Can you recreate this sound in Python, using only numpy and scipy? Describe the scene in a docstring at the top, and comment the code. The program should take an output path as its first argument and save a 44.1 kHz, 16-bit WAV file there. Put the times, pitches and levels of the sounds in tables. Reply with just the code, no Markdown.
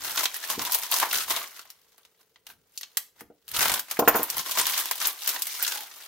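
"""A thin plastic mailer is turned on a desk, slit with a steel knife and emptied of its bubble wrap.
Creases in the film buckle as sharp snaps and lone ticks over a dense crackle, each a click and a shiver.
Short pushes thud on the desk top, moving hands rumble through it, and the knife rattles and rings.
A small room answers over faint room tone and hiss; two close microphone ports hear it from above."""
import sys
import numpy as np
from scipy import signal
from scipy.fft import rfft, irfft
from scipy.io import wavfile

SR = 44100
rng = np.random.default_rng(int(sys.argv[2]) if len(sys.argv) > 2 else 0)


def gain_from_db(level_db):
    """Convert decibel levels to linear amplitude factors (20 dB per decade)."""
    decades = np.asarray(level_db, float) / 20
    return 10 ** decades


def master(y):
    """Save y as 16-bit WAV."""
    cut = np.clip(np.atleast_2d(y).T, -1, 1)
    pcm = np.round(cut * 32767)  # scale
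    wavfile.write(sys.argv[1], SR, pcm.astype(np.int16))


N = 267907  # length in samples

# Table levels are relative: each source adds its own gain.
# single creases that snap:
# (time [s], peak level [dB], body level [dB re peak], top level [dB re peak], pocket pitch [Hz])
SNAP_CREASES = [(0.1771, -8, -12, -27.5, 1510), (0.2333, -15, -8, -10, 1020), (0.2557, 0.5, -25, -48, 3900),
                (0.3433, -17, -33.5, -10, 1744), (0.44, -12, -45, -45.5, 1764),
                (0.5006, -10.5, -23.5, -13.5, 1040), (0.5934, -17.5, -1.5, -38, 3240),
                (0.7209, -13, -44, -4.5, 3120), (0.751, -20, -1, -15, 900), (0.915, -14, -34.5, -4.5, 1010),
                (0.9392, -14, -16.5, -10, 1040), (0.9707, -19.5, -30, -5, 3920),
                (0.9998, -11, -24.5, -8, 1550), (1.0235, -19.5, -3.5, -41.5, 1054),
                (1.1121, -9.5, -29, -22, 2740), (1.1286, -14.5, -23, -7, 3050),
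                (1.1843, -10.5, -24.5, -16, 5000), (1.2993, -19, -12.5, -3, 1050),
                (1.593, -23, -14, -18, 1400), (1.7021, -28, -23, -10.5, 5500),
                (1.98, -42.5, -4.5, -9, 5850), (2.0505, -34.5, -19, -19, 3670),
                (2.359, -34.5, -16, -53, 2010), (2.4674, -24.5, -21, -16.5, 2980),
                (2.7757, -13.5, -102, -17, 4800), (2.811, -22.5, -27, -13, 1950),
                (2.832, -15, -29.5, -28.5, 4200), (2.9709, -8.5, -17, -5.5, 1980),
                (3.2078, -34, 1, -5.5, 816), (3.488, -25.5, -37, -9, 2610), (3.628, -6.5, -8, -13, 5330),
                (3.6562, -13, -2, -17, 1100), (3.6958, -7.5, -9.5, -14.5, 5200),
                (3.7393, -8, -20, -10.5, 1060), (3.794, -14.5, -23, -7, 1610),
                (3.9118, -15.5, -14, -6, 2440), (4.231, -27.5, 5, 10, 970), (4.3007, -10, -55, -10.5, 5300),
                (4.369, -25, 2.5, 2.5, 1070), (4.518, -11, -30, -16, 4780),
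                (4.5731, -10.5, -4, -16.5, 1005), (4.6552, -10, -23, -21, 3300), (4.778, -30, -9, 5, 1080),
                (4.9113, -10, -10.5, -8.5, 1010), (5.0715, -20.5, -13, 5.5, 3400),
                (5.2755, -12, -22, -4.5, 4700), (5.2913, -12.5, -23, -8.5, 3980),
                (5.3626, -15, -14, -38, 1820), (5.421, -7.5, -78, -12, 6200), (5.469, -18.5, -18, -7, 2200),
                (5.6263, -19.5, -11, 2.5, 5070), (5.721, -11.5, -16.5, -20, 3400)]
# lone bright ticks, one small fold flipping over with nothing after it: (time [s], peak level [dB])
TICK_FOLDS = [(0.1187, -27), (0.1592, -17), (0.1909, -15), (0.6503, -20), (0.7332, -10), (0.8343, -13),
              (0.9638, -9), (0.9863, -7), (1.137, -20), (1.1463, -13), (1.156, -10), (1.3098, -10),
              (3.480, -25), (3.5156, -20.5), (3.5656, -14), (3.5927, -9), (3.6072, -24), (3.6821, -9),
              (4.3816, -10.5), (4.5978, -6), (4.668, -5), (4.7346, -17), (4.7974, -24), (4.8568, -12)]
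# each grip, turn, cut or pull of the bag sets off a spell of crackle:
# (time [s], level [dB], length [s], body level near 1 kHz [dB re middle], pocket pitch [Hz])
GRIP_SPELLS = [(0.051, -35.5, 0.14, -7.5, 1490), (0.188, -28.5, 0.034, -9, 1395),
               (0.243, -31.5, 0.023, -21, 1040), (0.365, -38, 0.0072, -12, 1785),
               (0.442, -35, 0.015, -12.5, 1770), (0.506, -33, 0.048, -6.5, 1034),
               (0.609, -35, 0.19, -5.5, 1027), (0.746, -29.5, 0.013, -25, 950),
               (0.835, -37, 0.028, -9, 1000), (0.931, -29.5, 0.12, -9.5, 1014),
               (1.029, -34, 0.037, 10.5, 972), (1.143, -28.5, 0.089, -12, 1430),
               (1.305, -31, 0.061, -6.5, 1120), (1.369, -37.5, 0.081, -4.5, 1172),
               (1.565, -49.5, 0.047, -10, 1430), (1.656, -63.5, 0.052, 4, 1035),
               (2.21, -64, 0.019, -3.5, 3900), (2.501, -53, 0.02, -4.5, 1500),
               (2.758, -62, 0.035, -15, 5000), (3.199, -52.5, 0.016, -3, 1940),
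               (3.547, -33.5, 0.16, -7.5, 1360), (3.593, -28.5, 0.18, -3, 1490),
               (3.91, -43.5, 0.089, -5.5, 2510), (4.131, -46.5, 0.25, 23.5, 1004),
               (4.393, -33, 0.028, -11.5, 1064), (4.467, -35.5, 0.14, -9.5, 1053),
               (4.584, -25.5, 0.054, -9, 1027), (4.672, -30.5, 0.15, -13, 1053),
               (4.779, -29.5, 0.031, -11, 1050), (4.837, -37, 0.16, -13.5, 1000),
               (5.005, -32.5, 0.1, -12, 1110), (5.048, -31.5, 0.053, -8.5, 1085),
               (5.219, -39.5, 0.12, -13.5, 4100), (5.279, -31.5, .04, -8.5, 3900),
               (5.338, -37.5, 0.085, -9.5, 1050), (5.456, -40.5, 0.15, -16.5, 2200),
               (5.53, -40, 0.13, -16, 2180), (5.62, -31, 0.033, -16, 1565),
               (5.674, -32.5, 0.074, -16, 1547), (5.751, -38.5, 0.091, -9.5, 837)]
# faint crackle of the bag between grips: (time [s], level [dB])
RESTING_CRACKLE = [(0, -47), (1.45, -51), (1.75, -69), (2.5, -81), (3.0, -67.5), (3.18, -85), (3.46, -76),
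                   (4.2, -45.5), (5.15, -50), (6.07, -52.5)]
# bands of the film's sound: (low edge [Hz], high edge [Hz], level [dB], full ring time [ms])
FILM_BANDS = [(248, 643, -15.5, 13), (680, 1360, -6, 11.4), (1240, 2470, -5.5, 10.9),
              (2690, 4430, -6.5, 11.5), (4280, 7070, -4.5, 7.9), (7160, 9870, -8.5, 10.5),
              (10350, 15450, -1.5, 12)]
# blows on the desk top: (time [s], level [dB], contact time [ms])
DESK_KNOCKS = [(.578, -10.5, 2.2), (3.216, -22.5, 2.4), (3.301, -29.5, 1.4), (3.991, -2.5, 0.83),
               (4.022, -6.5, 0.79), (4.076, -2, 0.29), (4.148, -9.5, 0.4), (4.157, -10.5, 0.7),
               (4.194, -12.5, 0.78)]
# strong modes of the desk top: (frequency [Hz], level [dB], 60 dB decay time [s])
DESK_MODES = [(300, -11, 0.21), (469, -4.5, 0.13), (649, -4, .07), (708, 4.5, 0.041), (844, -9, 0.062),
              (950, -10, 0.042), (1061, -3, 0.099), (1392, 1.5, .05), (1657, -4, 0.037), (2010, -15, 0.027)]
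# hands and bag drag or bump on the desk top: (time [s], level [dB], length [s])
DESK_DRAGS = [(0.006, -60, 0.25), (0.595, -46, 0.055), (1.155, -57, 0.062), (1.304, -56, 0.077),
              (2.515, -69, 0.13), (3.24, -66, 0.076), (3.583, -47.5, 0.14), (3.69, -46.5, 0.08),
              (4.043, -47.5, 0.17), (4.395, -49, 0.017), (4.6, -60, .2), ]
# the knife chatters on the desk: (time [s], level [dB], rise time [ms], ring of the steel [dB])
KNIFE_CHATTER = [(3.99, -6.5, 3.8, -32), (4.076, -3, 1.6, -39), (4.079, -12.5, 5.1, -20),
                 (4.151, -32.5, 11.3, -8.5)]
# modes of the steel: (frequency [Hz], level [dB], 60 dB decay time [s])
KNIFE_MODES = [(6800, -13, .02), (10520, -10, .02), (11700, -9, .012), (13080, -9, .02), (13470, -5, .02),
               (13750, 0, .03), (14300, -4, .02)]
# diffuse tail of the room by band: (centre [Hz], 60 dB decay time [s], level [dB])
ROOM_BANDS = [(400, .3, -15), (2000, .25, -15), (6000, .27, -12), (13000, .22, -13)]
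# colour of room tone and hiss: (frequency [Hz], relative level per Hz [dB])
AIR_COLOUR = [(30, -34), (161, -16), (449, 26), (1430, -19), (2980, -6.5), (7670, -32), (13700, -4),
              (16000, 12.5)]

SIDE_DB = 0.8  # the hands work slightly left: left minus right


def snaps():
    """Each big crease is followed within 7 ms by five smaller ones of like colour, and rings its pocket."""
    s, peak_db, body_db, top_db, pocket_hz = np.transpose(SNAP_CREASES)
    db = peak_db - 12.0 + np.array([body_db + 5.0, 0 * s, top_db + 10.0])
    chance = rng.random((len(s), 3, 5))
    later = s[:, None] + .007 * chance[:, 0]
    smaller = db[:, :, None] - 20.5 - 12 * chance[:, 1]
    pan_db = SIDE_DB + 0 * s
    spread = (pan_db[:, None] + 5 * (chance[:, 2] - .5)).ravel()
    # the louder port hears the crease first
    first = buckle(s, db, pan_db, -.4 * pan_db, scatter_db=1.0, click=9.0, ring_share=.75)
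    rest = buckle(later.ravel(), smaller.reshape(3, -1), spread, -.4 * spread,
                  scatter_db=5.5, click=5.0, ring_share=.6)
    return first + rest + pockets(s, pocket_hz, peak_db - 14.5, pan_db, cycles=5)


def ticks():
    """A small fold flips over: a click with little body and a shiver that dies quickly."""
    s, peak_db = np.transpose(TICK_FOLDS)
    db = peak_db - 15.0 + np.array([[-12.0], [0], [-1.5]])
    return buckle(s, db, SIDE_DB + 0 * s, 0 * s, scatter_db=2.5, click=13.0, ring_share=.45)


def crackle():
    """Small creases at random moments, a few larger than the rest; one in four rings the pocket under the hand."""
    chance = rng.random((8000, 5))
    s = chance[:, 0] * N / SR
    grips = spells(s, GRIP_SPELLS, rise_db_s=479, sag_db=10, fall_db_s=349.5)
    rest = gain_from_db(np.interp(s, *np.transpose(RESTING_CRACKLE))) ** 2
    power = rest + grips.sum(axis=0)

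    # body re middle, weighted by the power of bag at rest (-7 dB) and of each grip
    body = (rest * -7 + np.array(GRIP_SPELLS)[:, 3] @ grips) / power
    top = -3 + 0 * s
    db = 10 * np.log10(power) + np.array([body, 0 * s, top])
    # exponential spread of the size in dB: most creases small, a few large
    db = db - 11.0 - 4.04 * np.log(1 - chance[:, 1] + 0.013)
    pan_db = SIDE_DB + 6 * (chance[:, 2] - .5)

    # the strongest grip at each moment gives the pocket's pitch
    hz = np.array(GRIP_SPELLS)[grips.argmax(axis=0), -1] * (1 + 0.17 * (chance[:, 4] - .5))
    held_db = 10 * np.log10(1 - rest / power + 1e-6)
    ring_db = np.where(hz < 1300, db[0] + 6.5, db[1]) + held_db
    rings = pockets(s[::4], hz[::4], ring_db[::4], pan_db[::4], cycles=11.2)
    film = buckle(s, db, pan_db, 4 * (chance[:, 3] - .5), scatter_db=5.0, click=9.0, ring_share=.65)
    # other creases ring a taut patch of any size
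    patch_hz = 900 * 6 ** chance[1::4, 4]
    patches = pockets(s[1::4], patch_hz, db[1, 1::4] - 5.0, pan_db[1::4], cycles=6.1)
    return rings + patches + film


def buckle(s, db, pan_db, lag, scatter_db, click, ring_share):
    """Each crease gives a click and a short shiver of the sheet around it; db is (body, middle, top) per crease.

    lag: samples, added at the left port and taken off at the right; ring_share scales the full ring time.
    """
    out = 0
    colour = rng.standard_normal((len(s), len(FILM_BANDS)))
    sign = np.sign(rng.standard_normal(len(s)))
    for k, (low, high, film_db, ring_ms) in enumerate(FILM_BANDS):
        # where the band lies between body (0), middle (1) and top (2)
        place = np.interp(np.log(low * high) / 2, np.log([900, 4000, 12500]), [0, 1, 2])
        share = np.clip(1 - abs(place - np.arange(3)), 0, 1)
        size = gain_from_db(share @ db + film_db + scatter_db * colour[:, k])
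        side = [(s + way * lag / SR, size * gain_from_db(way * pan_db / 2)) for way in (1, -1)]
        clicks = np.array([train(t, a * sign) for t, a in side])
        power = np.array([train(t, a ** 2) for t, a in side])
        decay = np.exp(-2000 / (ring_share * ring_ms) / SR)
        shiver = np.sqrt(signal.lfilter([1], [1, -decay], power))
        noise = ports(rng.standard_normal(N), np.clip(low / 1940.0, .25, .8))
        out = out + band(click * clicks + shiver * noise, low, high)
    return out


def pockets(s, hz, db, pan_db, cycles):
    """Air pockets and taut patches of the bag ring at their own pitch, falling to 1/e in the given cycles."""
    t = np.arange(1024) / SR
    wave = gain_from_db(db)[:, None] * np.sin(2 * np.pi * hz[:, None] * t) * np.exp(-t * hz[:, None] / cycles)
    at = np.clip((s * SR).astype(int)[:, None] + np.arange(1024), 0, N - 1).ravel()
    sides = [(wave * gain_from_db(way * pan_db / 2)[:, None]).ravel() for way in (1, -1)]
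    return np.array([np.bincount(at, side, N) for side in sides])


def spells(t, rows, rise_db_s, sag_db, fall_db_s):
    """Power of each spell at times t: it swells, sags by sag_db over its length, then fades faster."""
    s, db, length = (np.array(rows)[:, k, None] for k in range(3))
    since = t - s
    swell = rise_db_s * since
    fade = -sag_db * since / length - fall_db_s * np.maximum(since - length, 0)
    return gain_from_db(db + np.where(since < 0, swell, fade)) ** 2


def train(s, size):
    """Impulses of the given sizes at the given times."""
    return np.bincount(np.clip(np.round(s * SR).astype(int), 0, N - 1), size, N)


def band(x, low_hz, high_hz):
    """Band-pass with unit power gain on white noise."""
    sos = signal.butter(2, [low_hz, high_hz], "band", fs=SR, output="sos")
    return signal.sosfilt(sos, x) / np.sqrt((high_hz - low_hz) / (SR / 2))


def ports(near, width):
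    """Noise at the left and right microphone ports, less alike as width grows."""
    difference = width * rng.standard_normal(N) * np.array([[1], [-1]])
    return (near + difference) / np.sqrt(1 + width ** 2)


def ring(x, modes):
    """A bank of decaying resonances driven by x."""
    t = np.arange(SR // 2) / SR
    response = sum(gain_from_db(db) * np.sin(2 * np.pi * hz * t) * 1000. ** (-t / t60) for hz, db, t60 in modes)
    return signal.fftconvolve(x, response)[:N]


def desk():
    """Half-sine pushes ring the desk top; moving hands rumble through it."""
    force = np.zeros(N)
    for s, db, contact_ms in DESK_KNOCKS:
        n, i = int(contact_ms * SR / 1000) + 2, int(s * SR)
        force[i:i + n] += gain_from_db(db) * np.sin(np.pi * np.arange(n) / n) / n

    drags = spells(np.arange(N) / SR, DESK_DRAGS, rise_db_s=249, sag_db=8.5, fall_db_s=205.5).sum(axis=0)
    quiet = gain_from_db(-82.5) ** 2  # a faint rumble stays throughout
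    rumble = band(ports(rng.standard_normal(N), 0.42), 33, 260) * np.sqrt(drags + quiet)

    # between the strong modes lie too many weak ones to count: a decaying woody noise
    t = np.arange(SR // 4) / SR
    dense = band(ports(rng.standard_normal(N), 0.24)[:, :len(t)], 290, 2200) * 1000. ** (-t / 0.1)
    strong = gain_from_db(-9) * ring(force, DESK_MODES)
    weak = gain_from_db(-4.0) * signal.fftconvolve(force[None], dense, axes=1)[:, :N]
    # a board this size radiates little deep bass
    low_cut = signal.butter(2, 225, "high", fs=SR, output="sos")
    return signal.sosfilt(low_cut, strong + weak) + rumble


def knife():
    """Swelling bursts of tiny contacts excite the steel; each port hears another mix."""
    t = np.arange(N) / SR
    _, db, _, ring_db = np.transpose(KNIFE_CHATTER)
    rise = np.array([np.clip(t - s, 0, 1) * 1000 / ms for s, _, ms, _ in KNIFE_CHATTER])
    bursts = rise * np.exp(1 - rise)
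    noise = ports(rng.standard_normal(N), 0.91)
    steel = np.array([ring(c, KNIFE_MODES) for c in gain_from_db(db + ring_db) @ bursts * noise])
    rattle = band(gain_from_db(db) @ bursts * noise, 1100, 8100)
    return steel + gain_from_db(-20.5) * rattle


def room(x):
    """Walls send back a diffuse tail, shorter in the treble, that builds up over a few milliseconds."""
    t = np.arange(SR // 2) / SR
    tail = 0
    for hz, t60, db in ROOM_BANDS:
        noise = rng.standard_normal((2, len(t)))
        # the ports hear less alike tails as pitch rises
        noise[1] = noise[0] + min(hz / 2700.0, 1.5) * noise[1]
        noise /= noise.std(axis=1, keepdims=True)
        fade = (1 - np.exp(-t / 0.0064)) * 1000. ** (-t / t60) * np.sqrt(np.log(1e6) / t60 / SR)
        edges_hz = [hz / 9.5, min(hz * 2.2, .45 * SR)]
        sos = signal.butter(1, edges_hz, "band", fs=SR, output="sos")
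        tail = tail + gain_from_db(db) * fade * signal.sosfilt(sos, noise)
    return signal.fftconvolve(x.mean(axis=0, keepdims=True), tail, axes=1)[:, :N]


def air():
    """Faint room tone and microphone hiss: coloured noise, less alike at the two ports in the treble."""
    hz = np.arange(N // 2 + 1) * SR / N + 1
    colour_hz, colour_db = np.transpose(AIR_COLOUR)
    gain = gain_from_db(np.interp(np.log(hz), np.log(colour_hz), colour_db))
    widths = (1, np.clip(hz / 2500, .3, 1))
    mid, side = (irfft(rfft(rng.standard_normal(N)) * gain * w, N) for w in widths)
    x = mid + side * np.array([[1], [-1]])
    return x * gain_from_db(-69.5) / np.sqrt(np.mean(x ** 2))  # rms level in dB


def scene():
    """Film, desk and knife up close, their room tail and the quiet air."""
    # a thin sheet radiates no bass
    low_cut = signal.butter(2, 278, "high", fs=SR, output="sos")
    film = signal.sosfilt(low_cut, snaps() + ticks() + crackle())
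    near = film + desk() + knife()
    return near + room(near) + air()


def low_pass(x):
    """Removes everything above the highest recorded frequency."""
    return signal.sosfilt(signal.butter(12, 16810, fs=SR, output="sos"), x)


def record(dry):
    """The top is cut steeply above 15.8 kHz to finish the mix."""
    top_cut = signal.ellip(8, .2, 30, 15800, fs=SR, output="sos")
    mix = signal.sosfilt(top_cut, dry)
    return low_pass(mix)


dry = scene()
out = record(dry)
master(out)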